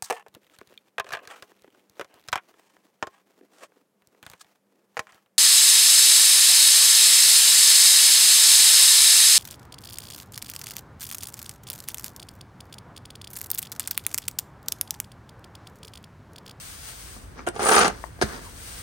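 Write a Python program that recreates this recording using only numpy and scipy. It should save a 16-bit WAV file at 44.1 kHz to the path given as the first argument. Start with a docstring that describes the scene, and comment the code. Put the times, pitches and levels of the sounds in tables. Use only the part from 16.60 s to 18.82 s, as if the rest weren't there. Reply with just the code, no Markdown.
"""A plastic scoop judders through loose feed on a concrete floor in one hard, close scrape.
Its edge sticks and slips, ringing the blade, crushing grit, cracking kernels and spraying feed.
The scoop knocks down just before the push; a boot thumps down after it. Thrown feed patters
at the start and the end, with soft shuffles, dull taps and a faint rub.
The barn walls answer faintly, and a low rumble lies under it all."""
import sys
import numpy as np
from scipy import signal
from scipy.fft import rfft, irfft, next_fast_len
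from scipy.io import wavfile
from scipy.ndimage import map_coordinates

SR = 44100
rng = np.random.default_rng(int(sys.argv[2]) if len(sys.argv) > 2 else 0)


def store_wav(level_fs):
    """Save 16-bit WAV to argv[1]."""
    pcm = np.round(np.clip(np.atleast_2d(level_fs), -1, 1) * 32767)
    wavfile.write(sys.argv[1], SR, pcm.T.astype(np.int16))


N = 98122
T = np.arange(N) / SR

# edge catches and slips: t/s, ring/dB, crunch/dB
CATCHES = [(0.961, -26.5, -42), (0.993, -16, -42), (1.057, -12, -31), (1.087, -10.5, -31), (1.112, -9, -49),
           (1.142, -18, -22), (1.163, -12, -16.5), (1.204, -17, -29), (1.246, -16, -21.5)]
# resonances of the pressed blade and its stiff edge: f/Hz, width/Hz, level/dB
BLADE_RESONANCES = [(211, 64, -11), (426, 111, -0.5), (599, 165, -5), (800, 89, 0)]
EDGE_RESONANCES = [(1199, 118, 0), (1323, 180, -2), (1570, 130, -6)]
# envelopes of blade chatter, crushed grit, feed spray: t/s, relative level/dB
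CHATTER_DB = [(0.96, -31.5), (0.985, -40.5), (1.005, -23.5), (1.165, -16), (1.268, -20), (1.36, -58)]
GRIT_DB = [(0.957, -46.5), (0.986, -48.5), (1.01, -36), (1.08, -28.5), (1.19, -21.5), (1.268, -28.5),
           (1.33, -54)]
SPRAY_DB = [(0.957, -53), (0.986, -50.5), (1.03, -32.5), (1.085, -25.5), (1.18, -25.5), (1.275, -40.5),
            (1.32, -62)]
# spectra of grit, spray, heap drag: f/Hz, level/dB
GRIT_TONE_DB = [(120, -26), (250, -15), (700, 3), (1500, 5), (2500, 1), (4000, -4.5), (6500, -4),
                (8000, -14.5), (12000, -40)]
SPRAY_TONE_DB = [(3000, -22), (7000, -7.5), (8400, 5.5), (9600, 4), (11000, -16), (15500, -15)]
DRAG_TONE_DB = [(90, -25.5), (205, 3), (320, -8.5), (1200, -32), (4000, -62)]
# stereo image of floor contacts: f/Hz, L-R coherence
CONTACT_COHERENCE = [(200, 0.98), (1000, 0.72), (2500, 0.2), (5000, 0.15), (14000, 0.79)]
def scrape():
    """The edge stalls, then slips: the blade rings, grit crushes, feed sprays, the heap drags."""
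    stick_s, stick_db = 0.006, -7
    fill_start_s, fill_s = 1.105, 0.14
    stalls = sum(swell(s - stick_s / 2, stick_s, stick_s / 2, db=0) for s, _, _ in CATCHES)
    judder = amp(1.7 * wobble(150) + stick_db * stalls)
    modes = [(hz, db, np.log(1000) / (np.pi * width_hz))  # width to t60
             for hz, width_hz, db in BLADE_RESONANCES + EDGE_RESONANCES]
    slips = sum(amp(db) * ring(s, modes, attack_s=0.0017) for s, db, _ in CATCHES)
    crunches = sum(amp(db) * burst(s, t60_s=0.024, attack_s=0.0004) for s, _, db in CATCHES)
    push, crush = envelope(CHATTER_DB), envelope(GRIT_DB) * judder
    blade = shape(push * amp(-3.5) * judder * grains(2500, spread_db=2.5), resonances(BLADE_RESONANCES))
    edge = shape(crush * amp(3) * grains(2500, spread_db=5.5), resonances(EDGE_RESONANCES))
    grit = shape((crush * amp(4) + crunches) * grains(3500, spread_db=3.5), colour(GRIT_TONE_DB))
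    kernels = grains(4000, spread_db=5)
    spray = shape(envelope(SPRAY_DB) * amp(1.5 + 2.3 * wobble(200)) * kernels, colour(SPRAY_TONE_DB))
    load = np.clip((T - fill_start_s) / fill_s, 0, 1)  # drag grows as the scoop fills
    drag = shape(push * load * amp(-12) * grains(800, spread_db=2), colour(DRAG_TONE_DB))
    return slips + stereo(blade + edge + grit + spray + drag, CONTACT_COHERENCE)


# scoop set down: t/s, ring/dB, crunch/dB
KNOCKS = [(.866, -35, -28), (.8715, -21.5, -28.5), (.878, -24.5, -31.5)]
# free scoop modes: f/Hz, level/dB, t60/s
SCOOP_MODES = [(354, 1, 0.092), (445, -4.5, 0.033), (566, -5.5, 0.033), (689, 2, 0.095),
               (802, -11.5, 0.075), (1410, -4, 0.036), (1550, -4, 0.039)]
# grating spectrum: f/Hz, level/dB
GRATE_TONE_DB = [(200, 6), (1500, 6), (2200, -0.5), (3000, 1.5), (4500, -16), (8400, -3), (15500, -28)]
def knocks():
    """The scoop rings and grates on kernels as it touches down."""
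    body = sum(amp(db) * ring(s, SCOOP_MODES, attack_s=0.0015) for s, db, _ in KNOCKS)
    crush = sum(amp(db) * burst(s, t60_s=0.061, attack_s=0.00025) for s, _, db in KNOCKS)
    grate = shape(crush * grains(10000, spread_db=2), colour(GRATE_TONE_DB))
    return body + stereo(grate, CONTACT_COHERENCE)


# kernel snaps: t/s, level/dB
SNAPS = [(0.8868, -17), (0.954, -32), (0.9985, -22.5), (1.0299, -13), (1.088, -9.5), (1.19, -8.5),
         (1.279, -10.5)]
# snap spectrum: f/Hz, level/dB
SNAP_TONE_DB = [(500, 2), (3000, -4), (7000, -5), (8300, 9), (12000, -14)]
def snaps():
    """Single kernels crack under the edge."""
    bursts = sum(amp(db) * burst(s, t60_s=0.01, attack_s=0.00068) for s, db in SNAPS)
    cracks = shape(bursts * rng.standard_normal((2, N)), colour(SNAP_TONE_DB))
    return stereo(cracks, CONTACT_COHERENCE)


# boot landings, and the low thud of a light tap just before the scoop is set down:
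# t/s, thud/dB, crunch/dB, thump/dB, thud pitch ratio
THUDS = [(0.564, -32.5, -71, -48, 0.71), (0.793, -31, -60, -63, 0.79), (1.589, -33, -63, -65, 0.97),
         (1.614, -12, -20.5, -55, 1), (1.622, -6.5, -21, -17, 1)]
# modes of the thud and the weight behind it: f/Hz, level/dB, t60/s
THUD_MODES = [(292, -5.5, 0.029), (382, 0, 0.03), (535, 1.5, 0.009), (700, 1, 0.014), (1038, -8, 0.015),
              (1660, -5.5, 0.026)]
WEIGHT_MODES = [(58.7, -14, 0.35), (88, -6, 0.093), (140, -5, 0.091), (211.6, -4.5, 0.12)]
# spectrum of crushed feed: f/Hz, level/dB
CRUNCH_TONE_DB = [(150, -4), (600, 1.5), (1800, 10), (2800, -2.5), (4700, 1), (7000, -4.5), (9000, -2),
                  (11500, -20)]
def thuds():
    """Boot landings and one light tap thud and crunch feed; a low thump follows each."""
    weight_lag_s = 0.0078
    thud = sum(amp(db) * ring(s, THUD_MODES, attack_s=0.0014, pitch=pitch)
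               for s, db, _, _, pitch in THUDS)
    crush = sum(amp(db) * burst(s, t60_s=0.071, attack_s=0.00011) for s, _, db, _, _ in THUDS)
    thump = sum(amp(db) * ring(s + weight_lag_s, WEIGHT_MODES, attack_s=0.0049)
                for s, _, _, db, _ in THUDS)
    crunch = shape(crush * grains(7000, spread_db=3.5), colour(CRUNCH_TONE_DB))
    return thud + thump + stereo(crunch, CONTACT_COHERENCE)


# falling feed: t/s, relative level/dB
PATTER_DB = [(0, -42), (.2, -46.5), (.29, -41.5), (.34, -46), (.52, -46), (.71, -61), (.94, -68),
             (1.33, -57), (1.45, -50.5), (1.51, -60.5), (1.6, -58.5), (1.65, -47), (1.75, -47), (1.81, -52),
             (1.86, -46.5), (1.92, -50.5), (2.08, -42.5), (2.22, -43)]
# shuffles in the heap: peak t/s, rise/s, fall/s, level/dB
SHUFFLES = [(0.791, 0.034, 0.05, -43.5), (1.35, 0.06, 0.081, -45), (1.73, 0.086, 0.057, -37),
            (1.84, 0.047, 0.05, -50)]
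# patter and shuffle spectra: f/Hz, level/dB
PATTER_TONE_DB = [(200, -8), (600, -3), (1400, 2.5), (7000, 1), (8500, 8.5), (10300, -1.5), (12000, -5.5),
                  (15500, -1.5)]
SHUFFLE_TONE_DB = [(80, -21), (300, 9), (650, -2.5), (1200, 1.5), (1800, -2), (2800, -14), (6000, -11.5),
                   (15000, -58)]
# stereo image of the feed: f/Hz, L-R coherence
FEED_COHERENCE = [(400, 0.4), (4000, 0.19)]
def feed():
    """Kernels patter down; the stirred heap rustles more dully."""
    flow = envelope(PATTER_DB) * amp(3 + 0.54 * wobble(41.5))
    patter = shape(flow * grains(9000, spread_db=1.5), colour(PATTER_TONE_DB))
    stir = sum(swell(*row) for row in SHUFFLES) * amp(1.4 * wobble(80))
    rustle = shape(stir * grains(3000, spread_db=4.5), colour(SHUFFLE_TONE_DB))
    return stereo(patter + rustle, FEED_COHERENCE)


# light taps: t/s, level/dB, pitch ratio, left boost and right cut/dB
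TAPS = [(.7922, -26.5, 1.2, 1.5), (.804, -34, 1.2, 4), (1.4395, -22.5, 0.983, 7.5)]
# tap modes: f/Hz, level/dB, t60/s
TAP_MODES = [(665, -2.5, 0.014), (1040, 0, 0.013), (1890, -3, 0.0085)]
def taps():
    """Short dull taps, to the left."""
    return sum(amp(db) * ring(s, TAP_MODES, attack_s=0.00066, pitch=pitch) * amp([[pan_db], [-pan_db]])
               for s, db, pitch, pan_db in TAPS)


def rub():
    """A faint hoarse rub of falling pitch."""
    peak_s, centre_hz, glide_hz_per_s, jitter_hz = 1.872, 1020, -6000, 90
    hz = centre_hz + glide_hz_per_s * (T - peak_s) + jitter_hz * wobble(350)
    return swell(peak_s, rise_s=0.028, fall_s=0.015, db=-43.5) * np.sin(2 * np.pi * np.cumsum(hz) / SR)


def barn(x):
    """The walls return a faint, dull tail."""
    t60_s, wet_db = 0.16, -15.5
    t = T[:SR // 2]
    tail = rng.standard_normal((2, len(t))) * amp(-60 * t / t60_s)
    wet = signal.fftconvolve(x, tail / np.linalg.norm(tail[0]), axes=1)[:, :N]
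    return amp(wet_db) * filtered(wet, colour([(300, 8.5), (1500, 6), (8000, 0.5)]))


# rumble envelope: t/s, level/dB
RUMBLE_DB = [(0, -48.5), (.4, -47), (.5, -44), (2.22, -44)]
# rumble spectrum: f/Hz, level/dB
RUMBLE_TONE_DB = [(25, -33), (44, 1.5), (60, 1.5), (105, -5), (220, -14), (800, -22), (1600, -23),
                  (15000, -66)]
# stereo image of the rumble: f/Hz, L-R coherence
RUMBLE_COHERENCE = [(60, 0.94), (200, 0.64), (400, 0.44), (900, 0)]
def rumble():
    """Low background of the farm."""
    noise = shape(rng.standard_normal((2, N)), colour(RUMBLE_TONE_DB))
    return envelope(RUMBLE_DB) * stereo(noise, RUMBLE_COHERENCE)


def amp(db):
    """dB to gain."""
    return 10 ** (np.asarray(db) / 20)


def along(points, hz):
    """Interpolate (f/Hz, value) points on a log axis."""
    f, values = np.transpose(points)
    return np.interp(np.log(hz + 1), np.log(f + 1), values)


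def envelope(rows):
    """Gain from (t/s, level/dB) rows, fading out beyond both ends."""
    s, db = np.transpose(rows)
    s = np.r_[s[0] - 0.04, s, s[-1] + 0.04]
    db = np.r_[db[0] - 30, db, db[-1] - 30]
    return amp(np.interp(T, s, db, left=-120, right=-120))


def swell(peak_s, rise_s, fall_s, db):
    """Gaussian rise and fall."""
    return amp(db) * np.exp(-((T - peak_s) / np.where(T < peak_s, rise_s, fall_s)) ** 2)


def burst(start_s, t60_s, attack_s):
    """Exponential attack and decay."""
    t = np.maximum(T - start_s, 0)
    return amp(-60 * t / t60_s) * (1 - np.exp(-t / attack_s))


def ring(start_s, modes, attack_s, pitch=1):
    """Struck damped modes of alternating sign; levels vary by about 1 dB a strike."""
    return sum((-1) ** k * amp(db + rng.normal(0, 1)) * burst(start_s, t60_s, attack_s)
               * np.sin(2 * np.pi * hz * pitch * (T - start_s))
               for k, (hz, db, t60_s) in enumerate(modes))


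def wobble(knots_per_s):
    """Smooth random curve."""
    return map_coordinates(rng.standard_normal(2000), [T * knots_per_s], mode="wrap")


def grains(hits_per_s, spread_db):
    """Two streams of tiny random impacts, rms 1."""
    hits = rng.random((2, N)) < hits_per_s / SR
    signs = rng.choice([-1, 1], (2, N))
    sizes = amp(spread_db * np.clip(rng.standard_normal((2, N)), -2, 2))
    impacts = hits * signs * sizes
    return impacts / np.sqrt(np.mean(impacts ** 2) + 1e-20)


def filtered(x, response):
    """Apply a complex frequency response."""
    size = 2 * next_fast_len(N * 3 // 4)
    return irfft(rfft(x, size) * response(np.fft.rfftfreq(size, 1 / SR)), size)[..., :N]


def shape(x, response):
    """Filter at unit power gain for white noise."""
    return filtered(x, lambda hz: response(hz) / np.sqrt(np.mean(abs(response(hz)) ** 2)))


def colour(tone_db):
    """Minimum-phase response from (f/Hz, level/dB) points."""
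    def response(hz):
        cepstrum = irfft(np.log(amp(along(tone_db, hz))))
        half = len(cepstrum) // 2
        cepstrum[1:half] *= 2
        cepstrum[half + 1:] = 0
        return np.exp(rfft(cepstrum))
    return response


def resonances(rows):
    """Parallel band-passes of alternating sign from (f/Hz, width/Hz, level/dB) rows."""
    return lambda hz: sum((-1) ** k * amp(db) * 1j * hz * width / (f * f - hz * hz + 1j * hz * width)
                          for k, (f, width, db) in enumerate(rows))


def stereo(pair, coherence):
    """Mix two independent streams to left and right at the given coherence."""
    def weights(hz):
        angle = np.arccos(np.clip(along(coherence, hz), -1, 1)) / 2
        return np.array([np.cos(angle), np.sin(angle)])
    mid, side = filtered(pair, weights)
    return np.array([mid + side, mid - side])


# level between microphone ports: f/Hz, L minus R/dB
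PORT_BALANCE_DB = [(160, 2), (450, -5), (740, -5.5), (1220, 1.5), (1700, 6), (2600, -1), (5400, 8.5),
                   (7000, 5), (8100, 6), (9600, -2.5), (11500, 0.5)]
# phase between ports: f/Hz, left lead/rad
PORT_PHASE_RAD = [(0, 0.5), (250, -0.43), (850, -.5), (2300, -3), (3200, -6), (7000, -7), (12000, -17),
                  (14500, -25.5)]
def ports(hz):
    """Left and right response; close sound reaches the right port first."""
    split = np.array([[0.5], [-0.5]])
    phase_rad = np.interp(hz, *np.transpose(PORT_PHASE_RAD))
    return amp(along(PORT_BALANCE_DB, hz) * split) * np.exp(1j * phase_rad * split)


def scene():
    """Close sources, wall reflections and rumble."""
    close = scrape() + knocks() + thuds() + snaps() + feed() + rub()
    direct = filtered(close, ports) + taps()
    return direct + barn(direct) + rumble()


# microphone housing notches: f/Hz, width/Hz, depth 0-1
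HOUSING_NOTCHES = [(5410, 114, 0.66), (7550, 260, 0.65)]
def record(dry):
    """The microphone housing cuts two narrow notches; the top is band-limited."""
    top_hz = 16000
    def response(hz):
        notches = [1 - depth * np.exp(-((hz - f) / width) ** 2) for f, width, depth in HOUSING_NOTCHES]
        return np.prod(notches, axis=0) * (hz < top_hz)
    return filtered(dry, response)


dry = scene()
out = record(dry)
store_wav(out)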